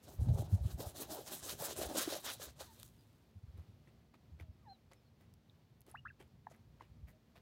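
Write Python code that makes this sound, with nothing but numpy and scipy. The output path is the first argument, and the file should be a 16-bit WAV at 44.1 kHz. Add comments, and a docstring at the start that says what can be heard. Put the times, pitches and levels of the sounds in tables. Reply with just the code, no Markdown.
"""Two ground birds dust-bathe in dry soil an arm's length from a phone in an open field: wing and foot strokes
sweep and fling showers of impact grains (grit, dust) over resonant clods, with sine-cycle thumps on the earth.
Then one bird rakes the soil (banded grains, taps) and coos and chirps softly (gliding sines); small birds
whistle further off. Wind buffets the microphone (low noise, short sine bursts) over a field murmur and hum."""
import sys
import numpy as np
from scipy import signal
from scipy.fft import rfft, irfft, next_fast_len
from scipy.io import wavfile
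from scipy.ndimage import uniform_filter1d

SR = 44100
rng = np.random.default_rng(int(sys.argv[2]) if len(sys.argv) > 2 else 0)


def store_wav(level_fs):
    """Save 16-bit WAV to argv[1]."""
    pcm = np.round(np.clip(np.atleast_2d(level_fs), -1, 1) * 32767)
    wavfile.write(sys.argv[1], SR, pcm.T.astype(np.int16))


N = 326781

# spectrum shape of flying grit: f/Hz, relative density/dB
GRIT_SPECTRUM = [(590, -50), (1000, -3.5), (1690, -5), (2180, -9), (3840, -1), (4960, -7), (6630, -6),
                 (15100, -6), (16000, -11)]


def amp(db):
    """Gain of a level in dB."""
    return 10 ** (np.asarray(db) / 20)


def unit(x):
    """Scale to rms 1."""
    return x / np.sqrt(np.mean(x ** 2))


def band(x, hz, width_hz):
    """Two-pole resonance, gain 1 at the centre."""
    return signal.lfilter(*signal.iirpeak(hz, hz / width_hz, fs=SR), x)


def butter(x, order, hz, kind):
    """Butterworth filter."""
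    return signal.sosfilt(signal.butter(order, hz, kind, fs=SR, output="sos"), x)


def colour(x, points):
    """Shape the spectrum by (f/Hz, level/dB) points on a log axis; rms 1."""
    size = next_fast_len(len(x))
    hz, db = np.transpose(points)
    f = np.arange(size // 2 + 1) * SR / size + 1  # +1 Hz avoids log(0)
    gain = amp(np.interp(np.log(f), np.log(hz), db))
    return unit(irfft(rfft(x, size) * gain, size)[:len(x)])


def walk(rate_hz):
    """Random levels held 1 / rate_hz and slewed twice; rms 1."""
    k = int(SR / rate_hz)
    steps = np.repeat(rng.standard_normal(N // k + 1), k)
    return unit(uniform_filter1d(uniform_filter1d(steps, k), k)[:N])


def grains(per_s, spread_db, n=N):
    """Random impacts: a few large ones among many small."""
    hit, size, sign = rng.random(n), rng.exponential(size=n), rng.standard_normal(n)
    return (hit < per_s / SR) * amp(spread_db * np.minimum(size, 4)) * sign


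def patchy(x, depth_db, rate_hz):
    """Grains of different sizes come and go: each third of an octave wanders in level on its own."""
    centres_hz = 1000 * 2 ** np.arange(0, 4.1, 1 / 3)
    return unit(sum(amp(depth_db * walk(rate_hz)) * band(x, hz, .26 * hz) for hz in centres_hz))


def add(out, s, x):
    """Mix x into out from time s."""
    i = int(s * SR)
    out[i:i + len(x)] += x[:N - i]


def swell(t, start, end, rise_s, fall_s):
    """Power 1 from start to end, with rounded flanks that lose 20 dB in rise_s and fall_s."""
    away = np.maximum((start - t) / rise_s, (t - end) / fall_s)
    return amp(-20 * np.clip(away, 0, 9) ** 1.5) ** 2


def knocks(table, sag=0.065, overtone_db=-14):
    """Short sine bursts: a few cycles that swell, die and sag in pitch; high ones are purer."""
    out = np.zeros(N)
    for s, db, hz, cycles in table:
        length = cycles * SR / hz
        u = np.arange(int(length)) / length
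        phase = 2 * np.pi * cycles * (u + sag * u * (1 - u))
        overtone = amp(overtone_db) * min(1500 / hz, 1) ** 3
        tone = np.sin(phase) + overtone * np.sin(2 * phase)
        add(out, s, amp(db) * np.sin(np.pi * u ** 0.64) ** 2 * tone)
    return out


def calls(table, overtone_db, patchy_db):
    """Near-sine whistles with a weak second harmonic; moving air makes them come and go."""
    out = np.zeros(N)
    for call in table:
        s, hz, db = np.transpose(call)
        t = np.arange(s[0], s[-1], 1 / SR)
        pitch_hz = uniform_filter1d(np.interp(t, s, hz), size=90)
        phase = 2 * np.pi * np.cumsum(pitch_hz) / SR
        second = amp(overtone_db) * np.minimum(pitch_hz / 900, 1) ** 9  # fades on the lowest notes
        tone = np.sin(phase) + second * np.sin(2 * phase)
        add(out, s[0], np.sqrt(2) * amp(np.interp(t, s, db)) * tone)
    return out * amp(patchy_db * walk(45))


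def scatter(x, wet_db, t60_s):
    """Clods, stalks and the birds' own bodies scatter a short diffuse tail."""
    t = np.arange(0, t60_s, 1 / SR)
    tail = rng.standard_normal(len(t)) * amp(-60 * t / t60_s) * (t > .003)
    tail = tail / np.sqrt(np.sum(tail ** 2))
    return x + amp(wet_db) * signal.fftconvolve(x, tail)[:N]


def field():
    """Murmur of the open land and microphone hiss as shaped noise; a faint wavering hum as narrow noise."""
    # murmur and hiss spectrum: f/Hz, relative density/dB
    spectrum = [(88, -30), (150, -6), (275, -8.5), (612, -16.5), (662, -17), (1500, -25.5), (4410, -29),
                (9080, -40.5), (15100, -37.5), (16000, -40.5)]
    # murmur swell: t/s, level offset/dB
    offsets = [(0, 5), (3.0, 1), (3.75, 1.5), (4.0, -0.2), (5.4, -0.5), (7.41, 0)]
    # far hum: f/Hz, width/Hz, level/dB
    hum_hz, hum_width_hz, hum_db = (228, 6.5, -77.5)
    murmur_db = -73.0
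    s, offset_db = np.transpose(offsets)
    level_db = murmur_db + walk(11) + np.interp(np.arange(N) / SR, s, offset_db)
    murmur = colour(rng.standard_normal(N), spectrum) * amp(level_db)
    hum = unit(band(rng.standard_normal(N), hum_hz, hum_width_hz))
    return murmur + amp(hum_db) * hum


def wind():
    """Eddies at the microphone port: a low, lumpy rumble under the strongest gusts."""
    # rumble: t/s, level/dB
    rumble_levels = [(0, -60), (.17, -54.5), (.3, -37), (.45, -46), (.74, -48.5), (.92, -63), (1.9, -58),
                     (2.4, -63.5), (3.9, -68), (4.6, -64.5), (5.3, -67), (6.6, -64.5), (7.1, -62.5),
                     (7.41, -70)]
    # strongest gusts: t/s, peak/dB, f/Hz, length/cycles
    buffets = [(.185, -27.5, 73.05, 2.5), (.215, -24, 85.45, 1.6), (.265, -27.5, 125.5, 3.3),
               (.288, -20, 93.4, 2.04), (.31, -33.5, 130, 5), (.345, -25.5, 86, 1.7),
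               (.385, -31.5, 113.5, 4.8), (.52, -21.5, 95.5, 5.4), (.6, -31, 68.5, 3.7),
               (.648, -26, 90, 2.6), (.73, -35.5, 67.32, 2.9), (.86, -37.5, 82, 2.5), (1.6, -46, 150, 4.6),
               (1.85, -44, 67.92, 3.562), (2.46, -53, 69.3, 5), (3.35, -47.5, 94, 5.187),
               (3.43, -44.5, 101, 3), (3.47, -46.5, 68, 3.6), (3.535, -47, 88, 4.5),
               (3.575, -43.5, 80, 4.7), (3.68, -48.5, 100.4, 4.1), (4.31, -47, 76, 6.2),
               (4.4, -46, 82, 5.46), (4.485, -44.5, 79.31, 2.882), (7.025, -43.5, 70, 3.2)]
    s, db = np.transpose(rumble_levels)
    eddies = butter(rng.standard_normal(N), 3, [55, 150], "band")
    rumble = unit(unit(eddies) * amp(2.8 * walk(15)))
    rumble = rumble * amp(np.interp(np.arange(N) / SR, s, db))
    return rumble + knocks(buffets, sag=0.015, overtone_db=-16.5)


def glide(row, swell_db):
    """Rows (t/s, f/Hz, level/dB): a bowed slide that swells to its peak and dies."""
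    s, length, first_hz, last_hz, bow_hz, db, peak = row
    u = np.linspace(0, 1, 40)
    away = np.maximum((peak - u) / peak, (u - peak) / (1 - peak))
    hz = first_hz + (last_hz - first_hz) * u + 4 * bow_hz * u * (1 - u)
    return np.transpose([s + length * u, hz, db - swell_db * away ** 1.8])


def far_whistles():
    """Small birds further off: almost pure sliding tones."""
    # start/s, length/s, first f/Hz, last f/Hz, mid-slide bow/Hz, peak level/dB, peak place/0-1
    slides = [(2.663, 0.073, 4350, 4050, 0, -83, 0.51), (2.975, .06, 4930, 4650, 60, -81, 0.27),
              (4.675, .09, 3920, 3650, 384, -66.5, 0.54), (4.943, 0.076, 5413, 5100, 30, -84, 0.47),
              (5.03, .07, 4680, 4002, 47, -81.5, 0.8)]
    return calls([glide(row, swell_db=25.5) for row in slides], overtone_db=-38, patchy_db=3.5)


def coo(row):
    """Rows (t/s, f/Hz, level/dB): the pitch drops and settles; the voice is faint while high."""
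    drop_s, edge_s = .046, .012
    db_per_100_hz, faintest_db = -8.5, -26  # the note fills out as it settles
    s, length, first_hz, last_hz, db = row
    t = np.arange(0, length, .002)
    above_hz = (first_hz - last_hz) * np.exp(-(t / drop_s) ** 2)
    edge = np.clip(1 - np.minimum(t, length - t) / edge_s, 0, 1)
    faint_db = np.maximum(db_per_100_hz * above_hz / 100, faintest_db)
    return np.transpose([s + t, last_hz + above_hz, db + faint_db - 15 * edge])


def soft_coos():
    """Low falling notes; a weak second harmonic that fades as the pitch drops below 900 Hz."""
    # start/s, length/s, first f/Hz, last f/Hz, settled level/dB
    notes = [(2.633, 0.1, 1147, 880, -64.5), (4.423, .1, 661.9, 613, -77), (4.616, 0.12, 1240, 768, -54.5),
             (7.122, .06, 640, 600, -73.5)]
    return calls([coo(row) for row in notes], overtone_db=-13, patchy_db=2.0)


def chirp(curve):
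    """Rows (t/s, f/Hz, level/dB): full voice up to the break, a gap on it, thinner after it."""
    level_1khz_db, tilt_db_per_khz, edge_s = -47, -1.5, 0.0042
    break_hz, break_width_hz, break_db, upper_db = 2210, 225, -24.5, -10.5  # the voice cracks
    s, hz = np.transpose(curve)
    t = np.arange(s[0], s[-1], .001)
    hz = np.interp(t, s, hz)
    db = level_1khz_db + tilt_db_per_khz * (hz / 1000 - 1)
    db = db + upper_db * (np.maximum.accumulate(hz) > break_hz)
    db = db + break_db * np.exp(-((hz - break_hz) / break_width_hz) ** 2)
    edge = np.minimum(t - s[0], s[-1] - t) / edge_s
    return np.transpose([t, hz, db - 20 * np.clip(1 - edge, 0, 1)])


def near_chirps():
    """Quick pitch sweeps of the near bird, almost pure tones."""
    # one pitch curve per chirp: t/s, f/Hz
    curves = [
        [(5.941, 746), (5.946, 790), (5.961, 2000), (5.974, 2740), (5.986, 2900), (6.0, 2787)],
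        [(6.05, 880), (6.061, 1760), (6.067, 1257), (6.078, 2280), (6.087, 2760), (6.093, 2660), (6.103, 1690),
         (6.115, 1511)],
    ]
    return calls([chirp(curve) for curve in curves], overtone_db=-35, patchy_db=1.5)


def beak():
    """A rake drags clods (broad mid band, dull thud) and flicks grit (treble); taps and a chip call are bursts."""
    # rakes: start/s, mid-band level/dB, time scale/s, centre f/Hz, treble re mid band/dB
    rakes = [(3.564, -71.5, 0.062, 2000, -7), (3.869, -73.5, .03, 2100, -7),
             (4.134, -66.5, 0.023, 1600, -10), (4.386, -65, 0.049, 2060, -10.5),
             (4.906, -71.5, 0.048, 1990, -5), (5.198, -70.5, .046, 1980, -9),
             (5.858, -69, 0.075, 1500, 1.5), (6.19, -66, 0.052, 1500, -6), (6.494, -71, 0.073, 1400, -1.5),
             (6.793, -68.5, .06, 1780, -12), (7.068, -70, 0.053, 2200, -1.5), (7.35, -68, 0.051, 1580, -8)]
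    # taps on clods, and one very short high chip call at 5.497 s: t/s, peak/dB, f/Hz
    taps_and_chip = [(2.617, -48.5, 1420), (3.874, -62.5, 2060), (4.141, -57.5, 1070), (4.398, -50, 2137),
                     (4.412, -60, 2180), (4.914, -62, 1020), (4.932, -58, 2080), (5.497, -57.5, 3605),
                     (5.88, -55, 360.5), (6.209, -54, 830), (6.4685, -39, 864), (6.513, -54, 600),
                     (6.808, -44.5, 980), (7.356, -60, 1047)]
    flick_hz, flick_width_hz, thud_db = 8500, 10000, 3.5
    base_cycles, ring_s = 3, 0.0024  # high ones, as of small clods, ring a few cycles more
    scrape = np.zeros(N)
    crumbs = patchy(grains(3000, 3.7), depth_db=7.0, rate_hz=40)
    treble = unit(butter(band(crumbs, flick_hz, flick_width_hz), 2, 4500, "high"))
    thud = unit(band(grains(900, 2.5), 330, 361.7))
    for s, db, length, hz, treble_db in rakes:
        u = np.arange(0, 2, 1 / (length * SR))
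        near = slice(int(s * SR), int(s * SR) + len(u))
        mid = unit(band(band(crumbs[near], hz, 2200), hz, 2200))
        sound = mid + amp(treble_db) * unit(treble[near]) + amp(thud_db) * thud[near]
        envelope = np.minimum(u / 0.31, 1) * np.exp(-1.5 * u ** 2)
        add(scrape, s, amp(db) * sound * envelope[:len(sound)])
    bursts = [(s, db, hz, base_cycles + ring_s * hz) for s, db, hz in taps_and_chip]
    return scrape + knocks(bursts, overtone_db=-13)


def ticks():
    """A lone grain is a short burst of noise round its own centre; stray grit trickles down after the bath."""
    # grains landing close by: t/s, peak/dB, centre f/Hz, width/centre (width held to 500-16000 Hz)
    landings = [(2.799, -41.5, 8000, 1.9), (2.831, -34.5, 4940, 4.4), (2.879, -50, 9000, 1.2),
                (4.934, -53, 4971, 1.6), (5.339, -52.5, 7000, 1.977), (5.807, -50.5, 11000, .3),
                (5.817, -48.5, 12000, 1.5), (5.866, -56, 10400, .9), (5.914, -48.5, 9875, 0.17),
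                (6.278, -67, 10000, 1.094), (6.564, -64.5, 10000, 0.447)]
    trickle_start_s, trickle_db, trickle_fall_db_per_s = 2.7, -70, 30.5
    out, t = np.zeros(N), np.arange(512) / SR
    for s, db, hz, spread in landings:
        decay = np.exp(-t / .0004) + .12 * np.exp(-t / .004)
        burst = (t == 0) * 3 + rng.standard_normal(512) * decay
        width_hz = np.clip(spread * hz, 500, 16000)
        click = band(band(burst, hz, width_hz), hz, width_hz)
        add(out, s, amp(db) * click / np.abs(click).max())
    since = np.arange(N) / SR - trickle_start_s
    trickle = colour(grains(280, 1.6) + 0.1083 * rng.standard_normal(N), GRIT_SPECTRUM)
    return out + trickle * (since > 0) * amp(trickle_db - trickle_fall_db_per_s * since)


def stroke_powers():
    """Power of earth, grit and dust: each stroke sweeps and flings; overlapping powers add."""
    # wing and foot strokes: start/s, fling/s, end/s, then levels ahead of the layer trims in bath():
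    # dust sweep/dB, dust fling/dB, earth sweep/dB, grit re dust/dB
    strokes = [(0.047, 0.044, 0.052, -79, -67, -87, -4), (0.084, 0.083, 0.125, -70, -66, -61, -3),
               (0.198, 0.222, 0.257, -73, -76, -64, -1), (0.263, 0.292, 0.29, -81, -72, -58, 5),
               (0.347, 0.34, 0.338, -64, -69, -56, -6), (0.387, 0.388, 0.442, -68, -60, -55, 0),
               (0.488, 0.53, 0.594, -72, -65, -60, -4), (0.647, 0.709, 0.717, -67, -60, -62, -4),
               (0.797, 0.806, 0.884, -59, -55, -56, -5), (0.966, 1.012, 1.038, -56, -48, -55, -4),
               (1.109, 1.122, 1.184, -55, -55, -50, -3), (1.281, 1.33, 1.366, -53, -47, -55, -4),
               (1.442, 1.499, 1.521, -52, -44, -56, -4), (1.609, 1.652, 1.703, -50, -46, -52, -3),
               (1.779, 1.824, 1.839, -49, -49, -49, -1), (1.901, 1.9, 1.965, -57, -60, -50, 1),
               (1.964, 1.988, 2.028, -45, -39, -51, 0), (2.088, 2.137, 2.153, -50, -47, -52, 1),
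               (2.257, 2.264, 2.301, -49, -52, -53, 1), (2.411, 2.423, 2.46, -58, -53, -61, 1),
               (2.57, 2.61, 2.665, -71, -54, -68, 2), (2.727, 2.799, 2.847, -70, -70, -74, -3)]
    sweep_rise_s, sweep_fall_s, fling_rise_s, fling_fall_s = .031, .072, .022, .047  # per first 20 dB
    earth_lead_s, earth_fling_db = 0.0026, -3  # clods move before the spray, and share less of the fling
    t = np.arange(N) / SR
    power = np.zeros((3, N))
    for start, fling, end, sweep_db, fling_db, earth_db, coarse_db in strokes:
        near = slice(max(int((start - .2) * SR), 0), int((end + .3) * SR))
        late, early = t[near], t[near] + earth_lead_s
        sweep, earth_sweep = [swell(u, start, end, sweep_rise_s, sweep_fall_s) for u in (late, early)]
        flung, earth_flung = [swell(u, fling, fling, fling_rise_s, fling_fall_s) for u in (late, early)]
        spray = amp(sweep_db) ** 2 * sweep + amp(fling_db) ** 2 * flung
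        fling_share = amp(fling_db - sweep_db + earth_fling_db) ** 2
        scrape = amp(earth_db) ** 2 * (earth_sweep + fling_share * earth_flung)
        power[:, near] += [scrape, spray * amp(coarse_db) ** 2, spray]
    return power


def bath():
    """Strokes throw a shower of coarse grit and fine dust over a dull scrape of clods and thump the earth."""
    # hollow in the soil: f/Hz, width/Hz, relative level/dB
    hollow = [(304, 253, -1), (395, 235, -0.5), (600, 202, 1.5), (820, 300, -5.5), (1354, 600, -18.5)]
    # wing thumps on the earth: t/s, peak/dB, f/Hz
    thumps = [(0.286, -55, 510), (0.421, -44, 319), (0.802, -39, 464), (0.867, -43, 600),
              (1.121, -45, 302.6), (1.187, -40, 442), (1.622, -36.5, 533), (1.787, -37, 377),
              (1.814, -31.5, 603), (1.852, -39.5, 458), (1.955, -34, 527.6), (2.074, -31, 330.8),
              (2.163, -40, 610), (2.397, -46.5, 525)]
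    split_hz, thump_cycles = 6000, 5.04
    impacts = grains(7000, 1.66) + 0.36 * rng.standard_normal(N)
    shower = colour(patchy(impacts, depth_db=3.0, rate_hz=30), GRIT_SPECTRUM)
    grit = butter(shower, 4, split_hz, "low")
    dust = butter(shower, 4, split_hz, "high")
    clods = grains(1200, 2.44) + 0.12 * rng.standard_normal(N)
    earth = np.zeros(N)
    for k, (hz, width_hz, db) in enumerate(hollow):
        mode = band(band(clods, hz, width_hz), hz, width_hz)
        earth += (-1) ** k * amp(db + 3.5 * walk(25)) * mode  # neighbours in opposite sign
    layers = [amp(1.0) * unit(earth),
              amp(-0.5 + 1.63 * walk(70)) * unit(grit),
              amp(-0.3 + 2.55 * walk(70)) * unit(dust)]
    sprays = np.sum(layers * np.sqrt(stroke_powers()), axis=0)
    return sprays + knocks([(s, db, hz, thump_cycles) for s, db, hz in thumps])


def scene():
    """All sources, heard by one microphone."""
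    voices = far_whistles() + soft_coos() + near_chirps()
    birds = scatter(voices + beak(), wet_db=-14.5, t60_s=0.09167)
    return (field() + wind() + birds + ticks() + bath())[None]


def record(dry):
    """The phone drops the deepest bass and cuts the top."""
    top_hz = 15870
    dry = butter(dry, 2, 42, "high")
    return signal.sosfilt(signal.ellip(10, .2, 70, top_hz, fs=SR, output="sos"), dry)


dry = scene()
out = record(dry)
store_wav(out)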